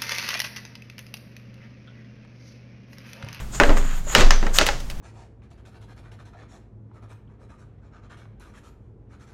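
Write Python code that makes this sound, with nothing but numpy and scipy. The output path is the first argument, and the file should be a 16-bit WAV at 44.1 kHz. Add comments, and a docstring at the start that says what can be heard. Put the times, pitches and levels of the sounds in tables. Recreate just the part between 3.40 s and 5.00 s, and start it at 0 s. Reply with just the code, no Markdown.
"""A wooden heddle bar is shifted by hand on a loom, close up in a small quiet room.
Over a low hum, warp yarn rasps through the slots; the bar knocks and rattles against the frame, and
the loom sways with a deep shudder. A longer rasp leads into more knocks, wood sliding on wood and a
second shudder. A heddle wire zings, and a last rattle thins out into small wire ticks.
The hardest knocks overload the microphone."""
import sys
import numpy as np
from scipy import signal
from scipy.fft import rfft, irfft
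from scipy.io import wavfile

SR = 44100
rng = np.random.default_rng(int(sys.argv[2]) if len(sys.argv) > 2 else 0)


def store_pcm(level_fs):
    """Save levels as 16-bit WAV."""
    pcm = np.round(np.clip(level_fs, -1, 1) * 32767).astype(np.int16)
    wavfile.write(sys.argv[1], SR, np.atleast_2d(pcm).T)


N = 70560

# room tone: f/Hz, level/dB
AIR_EQ = [(20, 2.5), (35, -1.5), (50, 3.5), (90, -14.5), (125, -10), (180, -13.5), (400, -24.5),
          (1500, -32.5), (4000, -39.5), (7000, -40), (10000, -44), (16000, -48.5)]
# yarn strokes: peak t/s, rise/s, fall/s, then level/dB of rasp, whistle, swish and fine hiss
YARN_STROKES = [(0.0, 0.016, 0.036, -41, -55, -58, -58), (0.235, 0.029, 0.076, -46, -52, -43, -56.5),
                (0.154, 0.025, 0.037, -40.5, -39, -38.5, -55), (0.378, 0.011, 0.022, -42, -47, -39, -52),
                (0.499, 0.24, 0.1, -40, -46, -52, -57.5), (0.572, .03, 0.028, -58.5, -65, -57, -56),
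                (0.701, 0.031, 0.034, -38, -33.5, -60, -54), (0.728, 0.015, 0.019, -31.5, -38, -52, -46),
                (1.159, 0.02, 0.017, -33, -46, -28, -38), (1.181, 0.016, 0.0047, -31, -42, -29, -45)]
# the yarn's coarse rasp, bright swish and fine hiss, each: f/Hz, level/dB
RASP_EQ = [(150, -14), (400, -1), (1500, 6), (2400, -1), (3200, -1.5), (5000, -12.5), (8000, -11),
           (10000, -30), (16000, -27)]
SWISH_EQ = [(2000, -12), (5800, -5.5), (6600, 2), (7500, -1.5), (8400, -0.5), (9500, -24), (16000, -27)]
HISS_EQ = [(2000, -25), (6000, -10), (8200, 2), (10500, 2), (13500, 9), (16000, -17)]
# bar hits: t/s, level/dB, brightness f/Hz, bass level/dB, frame and room level/dB,
# then f/Hz, level/dB for each of two notes favoured by the point struck
BAR_HITS = [(0.2, 0.5, 1830, 2.5, 1, 1482, -1.5, 1800, -7), (0.2126, -12.5, 1420, -7, 0, 398, -1, 598, -5),
            (0.2352, -7.5, 2390, -10, -3.5, 1620, -3.5, 2850, -6),
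            (0.2934, -16.5, 2820, 8.5, 1.5, 550, 0, 293, -1), (0.302, -14, 900, 6.5, 4, 652, -2, 450, -7.5),
            (0.371, -20.5, 2400, 2.5, 2, 1940, 2.5, 1210, -5.5), (0.669, -36, 700, 6, 1, 590, 4.5, 430, -5),
            (0.75, -0.5, 4860, -13, 0.5, 2893, 5.5, 1855, -2),
            (0.8083, -14, 6030, 6, 7.5, 6880, -0.5, 1720, -6),
            (0.9071, -4.5, 4640, -4.5, -2.5, 1115, -8, 5200, -3.5),
            (1.0279, -25, 2320, 15, 0, 320, -2, 233, 0.5),
            (1.067, -16, 2080, 10, -6.5, 1534, -3.5, 1870, 1),
            (1.1859, -2.5, 7100, -15, -2.5, 3800, 1, 4260, -1.5),
            (1.2126, -8.5, 4040, -9, -2, 1427, -1.5, 618, -9),
            (1.2656, -16, 8900, -9, 5, 4350, -6, 2900, 5), (1.288, -9.5, 2920, -3.5, -4, 820, -2, 577, -13),
            (1.4, -41.5, 8100, 2, 8, 4300, 0, 6000, -6),
            (1.5001, -32.5, 5800, -24, 2.5, 2330, -1.5, 2960, 5)]
# crack of contact: f/Hz, level/dB
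CRACK_EQ = [(150, -21), (500, -5.5), (1000, -4.5), (1700, 7.5), (2300, -9.5), (3000, -0.5), (6500, 0.5),
            (9000, -3.5), (16000, -22)]
# modes of bar and frame, each: f/Hz, level/dB, t60/s
BAR_MODES = [(252, -23.5, 0.036), (395, -18, 0.13), (582, -27, 0.099), (822, -17.5, 0.11),
             (1324, -7, 0.031), (1556, -11.5, 0.053), (1775, -7.5, 0.049), (2038, -4, 0.027),
             (2556, -9.5, 0.047), (2907, 0, 0.016), (3900, -10, 0.014), (5060, -2, 0.0072),
             (6780, -3.5, 0.018)]
FRAME_MODES = [(209.1, 1.5, 0.24), (295, -5.5, 0.24), (388.8, 10, 0.22), (493.3, -1, 0.2), (571.6, 2, 0.39),
               (798, 0, 0.14), (1270, -0.5, 0.28), (1567, -12, 0.21), (1958, -1, 0.22), (2230, -5, 0.089),
               (2660, 1.5, 0.19), (2936, -5, 0.28), (4760, -5, 0.43)]
# dense tail of frame and room: f/Hz, level/dB, t60/s
TAIL_SPECTRUM = [(139, -6.5, 0.66), (207, 0, 0.71), (486, 5, 0.34), (1000, 0.5, 0.36), (1760, -1, 0.34),
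                 (3240, -6.5, 0.46), (6500, -6.5, 0.42), (9450, -19, 0.49), (16000, -18, 0.43)]
# shoves that rock the loom: t/s, level/dB
LOOM_SHOVES = [(0.22, -9), (0.280, -3.5), (0.778, -8), (0.831, -1.5)]
# the loom's swaying modes: f/Hz, level/dB, t60/s
SWAY_MODES = [(20.37, -5, 1.64), (20.4, 6.5, 0.17), (64, -19, 0.46)]
# wood sliding on wood: peak t/s, rise/s, fall/s, level/dB
WOOD_SLIDES = [(0.792, 0.037, 0.031, -16.5), (1.049, 0.052, 0.09, -39), (1.228, 0.027, 0.016, -23),
               (1.273, 0.0029, 0.014, -35)]
# tone of the sliding wood: f/Hz, level/dB
WOOD_EQ = [(130, 4), (220, 4.5), (450, 6), (1000, -4.5), (3000, -4.5), (5200, -13), (7200, -10.5),
           (9500, -26), (16000, -34)]
# heddle wire ticks: t/s, level/dB
WIRE_TICKS = [(1.26, -27), (1.2658, -20.5), (1.402, -36), (1.5, -32.5), (1.511, -39)]
# tone of a tick: f/Hz, level/dB
TICK_EQ = [(500, -33), (3000, 8), (7000, -1), (15000, -10)]


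def amp(db):
    return 10 ** (np.asarray(db) / 20)


def unit_rms(x):
    return x / np.sqrt(np.mean(x ** 2))


def along(table, hz, column=1):
    """Read a table column on a log-frequency axis."""
    points = np.array(table, float)
    return np.interp(np.log(hz + 1), np.log(points[:, 0]), points[:, column])


def colour(x, eq):
    """Shape a steady signal with an EQ curve, at rms 1."""
    gain = amp(along(eq, np.fft.rfftfreq(N, 1 / SR)))
    return unit_rms(irfft(rfft(x) * gain, N))


def noise(eq):
    return colour(rng.standard_normal(N), eq)


def add(out, x, start):
    i = int(start * SR)
    out[i:] += x[:N - i]


def sine(t, hz):
    return np.sin(2 * np.pi * hz * t)


def fade(t, t60):
    return np.exp(-np.log(1000) * t / t60)


def lowpass(x, hz, order=2):
    return signal.sosfilt(signal.butter(order, hz, fs=SR, output="sos"), x)


def room_tone(t, hum_hz=124.65):
    """A bed of quiet air and low hum."""
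    return amp(-32) * noise(AIR_EQ) + amp(-45) * unit_rms(sine(t, hum_hz))


def swell(t, peak, rise, fall):
    """The smooth envelope of a hand stroke."""
    return np.exp(-((t - peak) / np.where(t < peak, rise, fall)) ** 2)


def friction(eq, density=.15, grain_db=3):
    """Dense tiny catches of uneven size, coloured by what they rub."""
    catches = (rng.random(N) < density) * rng.standard_normal(N)
    sizes = amp(grain_db * np.minimum(rng.exponential(size=N), 4))
    return colour(catches * sizes, eq)


def singing_band(hz, width_hz):
    """Narrow noise, like many close resonances singing together."""
    x = rng.standard_normal(N)
    for width in (width_hz, 2 * width_hz):
        x = signal.lfilter(*signal.iirpeak(hz, hz / width, fs=SR), x)
    return unit_rms(x)


def yarn(t):
    """Warp yarn drags through the slots: rasp, whistle, swish and hiss share each stroke's swell."""
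    out = np.zeros(N)
    rasp, swish, hiss = (friction(eq) for eq in (RASP_EQ, SWISH_EQ, HISS_EQ))
    whistle = singing_band(hz=6980, width_hz=480)
    for peak, rise, fall, *levels in YARN_STROKES:
        blend = sum(amp(db) * layer for db, layer in zip(levels, (rasp, whistle, swish, hiss)))
        out += swell(t, peak, rise, fall) * blend
    return out


def struck_wood(t, modes):
    """Wood rings as damped sines of alternating polarity."""
    return sum((-1) ** k * amp(db) * fade(t, t60) * sine(t, hz) for k, (hz, db, t60) in enumerate(modes))


def tail(t, build_s=0.0036, bass_build_s=0.015, early_db=4, early_s=.012):
    """Frame and room ring on, each band at its own rate; the lows bloom late."""
    spectrum, hz = rfft(noise(TAIL_SPECTRUM)), np.fft.rfftfreq(N, 1 / SR)
    edges_hz = [0, 300, 700, 1500, 3000, 6000, 10000, SR]
    wash = np.zeros(N)
    for lo, hi in zip(edges_hz, edges_hz[1:]):
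        band = irfft(spectrum * ((hz >= lo) & (hz < hi)), N)
        wash += band * fade(t, along(TAIL_SPECTRUM, (lo + hi) / 2, column=2))
    wash -= lowpass(wash, hz=600, order=1) * np.exp(-t / bass_build_s)
    attack = 1 - np.exp(-t / build_s)
    early_lift = 1 + amp(early_db) * np.exp(-t / early_s)
    return wash * attack * early_lift


def strike_note(t, hz, q=17):
    """A resonance favoured by the point struck."""
    return np.exp(-np.pi * hz * t / q) * sine(t, hz)


def knocks(t, crack_s=0.0019, edge_db=-25):
    """Each hit cracks and rings the bar, frame and room; a softer contact is duller."""
    out = np.zeros(N)
    bar = amp(-4.5) * struck_wood(t, BAR_MODES)
    frame = amp(-27.5) * struck_wood(t, FRAME_MODES)
    for start, db, bright_hz, bass_db, ring_db, hz1, db1, hz2, db2 in BAR_HITS:
        crack = amp(-0.5) * noise(CRACK_EQ) * np.exp(-t / crack_s)
        ring = amp(-14) * tail(t) + frame
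        hit = crack + bar + amp(ring_db) * ring
        hit += (amp(bass_db) - 1) * lowpass(hit, hz=550, order=1)  # bass shelf
        hit = lowpass(hit, bright_hz) - amp(edge_db) * hit  # dulled, with a trace of edge
        notes = amp(db1) * strike_note(t, hz1) + amp(db2) * strike_note(t, hz2)
        add(out, amp(db) * (hit + notes), start)
    return out


def sway(t, attack_s=0.023):
    """Each shove rocks the whole loom in a deep shudder."""
    out = np.zeros(N)
    shudder = sum(amp(db) * fade(t, t60) * sine(t, hz) for hz, db, t60 in SWAY_MODES)
    shudder *= 1 - np.exp(-t / attack_s)
    for start, db in LOOM_SHOVES:
        add(out, -amp(db) * shudder, start)
    return out


def slides(t):
    """The bar rubs along the frame in short, dark scrapes."""
    wood = friction(WOOD_EQ)
    return sum(amp(db) * swell(t, peak, rise, fall) * wood for peak, rise, fall, db in WOOD_SLIDES)


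def wires(t, tick_s=0.0063):
    """A heddle wire zings after a knock; later the wires give small, sharp ticks."""
    out = np.zeros(N)
    zing = singing_band(hz=6000, width_hz=450) * fade(t, t60=0.35)
    add(out, amp(-30) * zing, start=0.912)
    for start, db in WIRE_TICKS:
        add(out, amp(db) * noise(TICK_EQ) * np.exp(-t / tick_s), start)
    return out


def scene():
    """The loom over its room tone, in mono."""
    t = np.arange(N) / SR
    return (room_tone(t) + yarn(t) + knocks(t) + sway(t) + slides(t) + wires(t))[None]


def record(dry, top_hz=15900):
    """The hardest knocks clip the microphone; a steep high cut follows."""
    high_cut = signal.ellip(8, .2, 70, top_hz, fs=SR, output="sos")
    return signal.sosfilt(high_cut, np.clip(dry, -1, 1))


dry = scene()
out = record(dry)
store_pcm(out)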